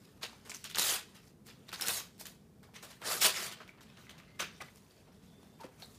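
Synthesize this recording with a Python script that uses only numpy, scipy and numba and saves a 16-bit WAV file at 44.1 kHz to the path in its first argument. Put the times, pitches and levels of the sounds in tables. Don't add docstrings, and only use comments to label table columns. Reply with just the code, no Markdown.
import sys
import numpy as np
from scipy import signal
from scipy.fft import rfft, irfft
from scipy.io import wavfile
from scipy.ndimage import uniform_filter1d, map_coordinates
from numba import njit

SR = 44100
rng = np.random.default_rng(int(sys.argv[2]) if len(sys.argv) > 2 else 0)


def magnitude_from_level(level_db):
    exponent = np.asarray(level_db, float) / 20
    return 10 ** exponent


def wav_out(sig):
    wavfile.write(sys.argv[1], SR, np.round(np.clip(np.atleast_2d(sig).T, -1, 1) * 32767).astype(np.int16))


N = 263718

# [f/Hz, density/dB per Hz]
HUM_SPECTRUM = [(15, -42), (25, -6), (117, 0), (206, 2.5), (326, -8.5), (427, -5.5), (531, -13.5),
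                (754, -17), (1440, -25), (1790, -27), (3160, -31.5), (3430, -31.5), (10400, -33.5),
                (14800, -35), (16000, -46)]
HUM_DB = -59.5

# [f/Hz, density/dB per Hz]
PAPER_SPECTRUM = [(65, -42), (110, -9.5), (350, -20), (396, 0.5), (486, -5), (766, -3), (904, -6.5),
                  (1130, -1), (2340, -1), (3920, 0.5), (4520, 0.5), (12700, -6), (15300, -9)]
LOW_HZ, TOP_HZ = 110, 15350
USUAL_FLAP_DB, USUAL_CRISP_DB = -12, -3

# [t/s, level/dB, crispness/dB]
HANDLING = [(0, -68.5, -4.5), (.42, -73, -8), (1.05, -64.5, -9), (1.3, -69.5, -2), (1.34, -84, -6),
            (1.45, -95, -6), (1.56, -69.5, -9), (2.15, -72, -5), (2.42, -82, -10.5), (2.7, -78, -9),
            (3.72, -70, -24), (4.05, -70.5, -27), (4.08, -60, -25), (4.32, -66.5, -25), (4.37, -70, -19),
            (4.7, -70.5, 1), (5.3, -73, -11), (5.98, -69, 2)]
HANDLING_FLAP_DB = -1.5
# [peak t/s, peak level/dB, 20 dB
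# fall/s, flap/dB, crispness/dB]
RUSTLES = [(0.053, -60, -0.14, -18, -8), (0.234, -34.5, 0.0362, -12.5, -13), (.27, -54.5, .2, -3.5, -9.5),
           (.46, -60, 0.44, 0.5, -6), (.544, -60, 0.5, -27, -3), (.65, -47.5, 0.32, -36, -17),
           (1.166, -52.5, 0.06, -16, -14), (1.47, -56, 0.06, -7, -2.5), (1.503, -50, 0.07, -14, -13.5),
           (2.205, -52, 0.05, -5, 3.5), (2.264, -57, 0.1033, -3, 5), (2.29, -68.5, 0.3, -7, -7),
           (2.638, -66, 0.15, 7, -8.5), (2.76, -41.5, 0.06, -16, -16.5), (2.834, -49, 0.11, -2.5, -7),
           (2.906, -54.5, .11, -12, -7), (3.818, -60.5, 0.6, -11, -12), (3.995, -61.5, 0.86, -12, -6.5),
           (4.65, -57.5, 0.07, -5.5, -8), (4.621, -40, -0.03, 1, -10), (5.074, -66.5, 0.16, 10, -20),
           (5.642, -66, 0.17, 17, -20), (5.827, -59, -0.36, 16, -5),
           (1.28, -63.5, -0.17, -15, 0.5), (3.92, -67, 0.1, 12, -17), (4.78, -65, -0.4, -14, -2),
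                 (4.97, -67, 0.14, 0, -10), (5.13, -71, 0.1, -7, 0), (5.23, -70, 0.37, -2, 2),
                 (5.43, -66, 0.1, 2, -4), (5.8, -64.5, 0.24, 3, 1), (5.86, -63.5, -0.5, -6, 4.5)]
RUSTLE_SWELL_S = 0.029
# [t/s, pull level/dB, tautness/dB]
RIPS = [
    [(0.706, -56, -6), (0.74, -60, -14), (0.748, -35, -22), (0.768, -44, -3), (0.794, -32, 2.5),
     (0.804, -34, 0), (0.94, -32, 0), (1.05, -66.5, -8)],
    [(1.67, -71, 0), (1.688, -51, -19), (1.71, -57.5, -15), (1.728, -50, -15), (1.776, -52, -7),
     (1.822, -43.5, -12), (1.9, -38.5, 5), (1.974, -43.5, 3.5), (2.114, -69.5, -11)],
    [(3.0, -64, -8), (3.052, -41.5, -3.5), (3.122, -34, -1.5), (3.205, -47.5, -1)],
    [(3.205, -51, -5), (3.214, -30, -0.5), (3.264, -24.5, -3.5), (3.34, -47, -6)],
    [(3.34, -36.5, -10), (3.376, -35.5, -8.5), (3.464, -40.5, -3), (3.532, -54, -14.5), (3.582, -53, -20),
     (3.602, -54, -22), (3.72, -70, -11)],
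    [(4.389, -59, -8), (4.394, -35.5, -15), (4.405, -28, -16), (4.45, -41.5, -20), (4.493, -55.5, -19),
     (4.59, -60.5, -13)],
]
RIP_FLAPS_DB = [-9.5, -10, -4.5, -11, -12.5, -16]
FLAP_PER_PULL = -0.12

# [f/Hz, T60/s]
ROOM_T60 = [(250, 0.17), (1000, 0.22), (4000, 0.35), (12000, 0.18)]
ROOM_DB = -11.5

# [t/s, peak level/dB, ring f/Hz, crispness/dB]
POPS = [(.213, -34, 3830, -17), (.235, -24, 4000, -13), (.45, -36.5, 1530, -5.5), (.495, -27.5, 7600, -6),
        (.513, -31, 2530, -17), (.539, -28, 6250, -2.5), (.641, -25, 3220, -5.5), (.696, -31.5, 3930, -4),
        (.746, -29.5, 4000, -3), (.78, -15, 4300, -18), (.793, -32, 4500, -27.5), (1.146, -41, 1920, -5),
        (1.477, -34, 4000, -17), (1.682, -30, 4240, -17), (1.726, -20.5, 4160, -9.5),
        (1.81, -23.5, 3470, 4.5), (1.823, -19.5, 1510, -21), (1.87, -22, 3590, -11),
        (1.886, -18.5, 990, -20), (2.178, -54, 4720, -13), (2.196, -33.5, 5450, -3),
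        (2.253, -28.5, 3260, -11), (2.628, -43.5, 1810, -8), (2.754, -45, 2170, -23),
        (2.826, -35, 1440, 0.5), (2.9, -33.5, 1480, -10), (3.016, -25.5, 1300, -40), (3.204, -19, 3560, 0)]
# [t/s, peak level/dB, ring f/Hz, crispness/dB]
LOOSE_POPS = [(3.513, -24.5, 2970, -10), (3.603, -28.5, 1250, -25), (3.676, -39.5, 1590, -13),
              (3.727, -43, 1180, -27), (3.774, -42, 1140, -32), (3.807, -37.5, 1260, -6),
              (3.969, -35, 1110, -14), (4.093, -32.5, 3260, -10), (4.178, -37, 1250, -12),
              (4.394, -21, 1085, -15), (4.401, -21.5, 2270, -10), (4.41, -24, 1400, -28),
              (4.603, -22, 2100, -45), (4.674, -36.5, 2060, -40), (4.9, -46.5, 4500, -8),
              (5.59, -43, 960, -18), (5.604, -36, 902, -9), (5.633, -31, 1040, -14.5),
              (5.818, -37, 4200, -5.5), (5.945, -46, 4700, -8)]
POP_BURST_S = 0.035
POP_BODY_DB, LOOSE_BODY_DB, BODY_DB_PER_OCTAVE = -12.5, -11.5, -4.5

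# [t/s, peak level/dB, ring f/Hz, treble share/dB]
TICKS = [(0.2318, -22, 3970, -27), (0.3314, -42, 890, -19), (0.464, -49, 1410, -11),
         (0.4962, -29, 7710, -10), (0.5174, -28.5, 2350, -19), (0.5467, -26, 6060, -32),
         (0.6426, -28.5, 6750, -10), (0.6586, -39, 4100, -16), (0.7001, -34, 3500, -6),
         (0.7127, -33, 3620, -14), (0.7478, -19, 4120, -31), (0.758, -19.5, 6700, -12),
         (0.7713, -21.5, 1630, -13), (0.7844, -12.5, 4130, -7), (0.7956, -12, 7100, -8),
         (1.4673, -42, 9130, -4), (1.6915, -32.5, 4100, -10), (1.718, -37, 2500, -9),
         (1.7311, -28, 1390, -19), (1.7597, -29.5, 4330, -19), (1.798, -28.5, 1560, -15),
         (1.8107, -25, 3540, 0), (1.84, -31, 3260, -1), (1.8683, -24, 3620, -4), (1.873, -20, 7800, -11),
         (1.8837, -16.5, 6700, -0.5), (2.1801, -51, 13740, -2), (2.2122, -37.5, 940, 3),
         (2.2558, -32, 6830, -7), (2.2684, -30.5, 12830, -4)]
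# [t/s, peak level/dB, ring f/Hz, treble share/dB]
LATE_TICKS = [(2.6311, -45.5, 1410, -11), (2.737, -50.3, 900, -9), (2.742, -42, 2400, -10),
              (3.0173, -38, 900, -7), (3.6035, -36.5, 1500, -28), (3.678, -41, 2930, -11),
              (4.0687, -41, 2020, -25), (4.2007, -40, 2150, -25), (4.3975, -27.5, 2240, -12),
              (4.759, -46, 8300, -3), (4.7719, -53, 5040, 1), (5.1246, -56, 1070, -9),
              (5.431, -48.5, 915, -12), (5.7995, -47, 11020, -5.5), (5.8228, -32.5, 4220, -21),
              (5.9467, -48.5, 4440, -11)]

# [t/s, squeak f/Hz, level/dB]
SLIDES = [
    [(4.08, 2020, -58), (4.2, 2090, -77.5), (4.3, 2100, -66), (4.39, 2080, -72)],
    [(5.2, 3360, -83), (5.3, 3500, -74), (5.45, 3550, -73), (5.58, 3590, -78)],
]
# [t/s, f/Hz, level/dB, T60/s]
KNOCKS = [
    (5.6, 940, -45, 0.084),
    (5.61, 910, -39.5, 0.065),
    (5.641, 522, -39, 0.054),
    (5.65, 393, -45, 0.085),
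    (5.646, 277, -38, 0.036),
    (5.826, 4280, -39, 0.033),
    (5.832, 3800, -42, 0.023),
    (5.836, 4630, -51, 0.029),
    (5.845, 4130, -43.5, 0.032),
]


def level(x, db):
    return x * magnitude_from_level(db) / np.sqrt(np.mean(x ** 2))


def at(table, hz):
    f, v = np.transpose(table)
    return np.interp(np.log(np.maximum(hz, 1)), np.log(f), v)


def band(x, hz, width):
    edges = np.clip([hz - width / 2, hz + width / 2], 5, 0.49 * SR)
    return signal.sosfilt(signal.butter(2, edges, "band", fs=SR, output="sos"), x)


def walk(rate):
    hold = int(SR / rate)
    values = rng.standard_normal(N // 100)[:N // hold + 1]
    return 1.2 * uniform_filter1d(np.repeat(values, hold), hold)[:N]


def hum():
    f = np.arange(N // 2 + 1) * SR / N
    shaped = irfft(rfft(rng.standard_normal(N)) * magnitude_from_level(at(HUM_SPECTRUM, f)), N)
    low = signal.sosfilt(signal.butter(2, 600, fs=SR, output="sos"), shaped)
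    high = shaped - low
    return level(low * magnitude_from_level(0.67 * walk(5.7)) + high * magnitude_from_level(0.8 * walk(3.03) - 1.5), HUM_DB)


@njit
def rings(start, hz, t60, size, rise):
    out = np.zeros(N)
    for g in range(len(start)):
        turn = np.exp(2j * np.pi * hz[g] / SR - np.log(1000) / (t60[g] * SR))
        z = size[g] + 0j
        shut = 1.0
        closing = np.exp(-1 / (rise * t60[g] * SR))
        first = max(int(start[g] * SR), 0)
        last = min(int((start[g] + 0.7 * t60[g]) * SR) + 1, N)
        for i in range(first, last):
            z *= turn
            shut *= closing
            out[i] += z.imag * (1 - shut)
    return out


def snaps(chance, ring_s, scatter_db):
    hz = LOW_HZ + TOP_HZ * chance[0] ** 2
    t60 = ring_s * 0.46 * 8 ** (chance[1] ** 2) * (2500 / hz) ** 0.46
    thinning = chance[0] + 0.01
    size_db = at(PAPER_SPECTRUM, hz) - scatter_db * np.log(chance[2] + 1e-9)
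    size = magnitude_from_level(size_db) * np.sqrt(thinning / t60)
    return hz, t60, size * np.sign(chance[3] - 0.5)


def tilt(hz, flap_db, crisp_db):
    octave = np.log2(hz / 2500)
    low, high = np.clip(-octave / 2, 0, 1), np.clip(octave / 2, 0, 1)
    return low * (flap_db - USUAL_FLAP_DB) + high * (crisp_db - USUAL_CRISP_DB)


def effort(t):
    power, flap_db, crisp_db = [], [], []
    s, hand_db, taut_db = np.transpose(HANDLING)
    power += [magnitude_from_level(2 * np.interp(t, s, hand_db))]
    flap_db += [HANDLING_FLAP_DB + 0 * t]
    crisp_db += [np.interp(t, s, taut_db)]
    for s, peak_db, fall_s, loose_db, taut_db in RUSTLES:
        swell = np.clip(1 + (t - s) / RUSTLE_SWELL_S, 0, 1) ** 2
        fall_db = 20 * np.maximum(t - s, 0) / max(fall_s, 0.005)
        power += [(swell * magnitude_from_level(peak_db - fall_db)) ** 2]
        flap_db += [loose_db + 0 * t]
        crisp_db += [taut_db + 0 * t]
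    for rip, loose_db in zip(RIPS, RIP_FLAPS_DB):
        s, pull_db, taut_db = np.transpose(rip)
        pull_db = np.interp(t, s, pull_db, -200, -200)
        power += [magnitude_from_level(2 * pull_db)]
        flap_db += [loose_db + FLAP_PER_PULL * (pull_db + 39)]
        crisp_db += [np.interp(t, s, taut_db)]
    total = np.sum(power, axis=0)
    share = power / total
    return 10 * np.log10(total), np.sum(share * flap_db, axis=0), np.sum(share * crisp_db, axis=0)


def tearing():
    chance = rng.random((110000, 5)).T
    start = chance[4] * N / SR
    hz, t60, size = snaps(chance, ring_s=0.013, scatter_db=2.0)
    size = size / np.std(rings(start, hz, t60, size, 0.035))
    s = np.arange(0, N / SR, 0.001)
    pull_db, flap_db, crisp_db = (np.interp(start, s, curve) for curve in effort(s))
    jerks = 0.7 * walk(70) + 1.2 * walk(300)
    jerk_db = jerks[(start * SR).astype(int)]
    patches = rng.standard_normal((200, 100))
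    patch_db = 3.57 * map_coordinates(patches, [start * 20, chance[0] * 70], order=1, mode="nearest")
    gain_db = pull_db + jerk_db + patch_db + tilt(hz, flap_db, crisp_db)
    return rings(start, hz, t60, size * magnitude_from_level(gain_db), 0.048)


def room(x):
    t = np.arange(SR // 2) / SR
    tail = 0
    for hz in 130 * 2.0 ** np.arange(8):
        noise = band(rng.standard_normal(len(t)), hz, 1.27 * hz)
        tail = tail + noise * magnitude_from_level(-60 * t / at(ROOM_T60, hz))
    tail = tail * np.clip((t - 0.003) / 0.0037, 0, 1)
    return signal.fftconvolve(x, tail / np.sqrt(np.sum(tail ** 2)))[:N] * magnitude_from_level(ROOM_DB)


def pops(folds, body_db):
    s, peak_db, fold_hz, crisp_db = (c[:, None] for c in np.transpose(folds))
    flap_db = body_db + BODY_DB_PER_OCTAVE * np.log2(fold_hz / 2500)
    chance = np.moveaxis(rng.random((len(folds), 500, 5)), 2, 0)
    hz, t60, size = snaps(chance, ring_s=0.0079, scatter_db=2.5)
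    done = chance[4]
    favour_db = 6 * np.exp(-(np.log2(hz / fold_hz) / 0.21) ** 2)
    burst_db = -16.0 * (done - 0.2) ** 2
    gain = magnitude_from_level(peak_db + burst_db + favour_db + tilt(hz, flap_db, crisp_db) - 20.5)
    size = gain * size / np.sqrt(np.mean(size ** 2))
    start = s + POP_BURST_S * done
    size = size * magnitude_from_level(1.8 * walk(300)[(start * SR).astype(int) % N])
    return rings(start.ravel(), hz.ravel(), t60.ravel(), size.ravel(), 0.039)


def ticks(creases):
    s, peak_db, fold_hz, treble_db = (c[:, None] for c in np.transpose(creases))
    chance = np.moveaxis(rng.random((len(creases), 10, 2)), 2, 0)
    hz = 900 + 1450 * (np.arange(10) + chance[0])
    size = magnitude_from_level(peak_db - 9 + (treble_db + 4) * np.clip(hz / 9000, 0, 1))
    start = s + 0.0008 * chance[1]
    t60 = 0.0038 * (3000 / hz) ** 0.1
    others = rings(start.ravel(), hz.ravel(), t60.ravel(), size.ravel(), 0.015)
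    fold_t60 = 0.0045 * (3000 / fold_hz) ** 0.5
    own = rings(s.ravel(), fold_hz.ravel(), fold_t60.ravel(), magnitude_from_level(peak_db.ravel() - 0.2), 0.02)
    return others + own


def hands():
    t, squeaks = np.arange(N) / SR, 0
    for s, hz, db in map(np.transpose, SLIDES):
        flutter = level(band(rng.standard_normal(N), 40, 70), 0)
        tone = np.sin(2 * np.pi * np.cumsum(np.interp(t, s, hz)) / SR)
        squeaks = squeaks + (0.7 + 0.65 * flutter) * tone * magnitude_from_level(np.interp(t, s, db, -200, -200))
    s, hz, db, t60 = np.transpose(KNOCKS)
    return squeaks + rings(s, hz, t60, magnitude_from_level(db), 0.021)


def scene():
    folds = pops(POPS, POP_BODY_DB) + pops(LOOSE_POPS, LOOSE_BODY_DB)
    paper = tearing() + folds + ticks(TICKS) + ticks(LATE_TICKS)
    near = signal.sosfilt(signal.butter(2, 110, "high", fs=SR, output="sos"), paper + hands())
    return (near + room(near) + hum())[None]


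def low_pass(x):
    return signal.sosfilt(signal.butter(12, 16480, fs=SR, output="sos"), x)


def record(dry):
    dry = signal.sosfilt(signal.butter(3, 50, "high", fs=SR, output="sos"), dry)
    dry = signal.sosfilt(signal.ellip(8, 0.5, 24, TOP_HZ, fs=SR, output="sos"), dry)
    return low_pass(dry)


dry = scene()
out = record(dry)
wav_out(out)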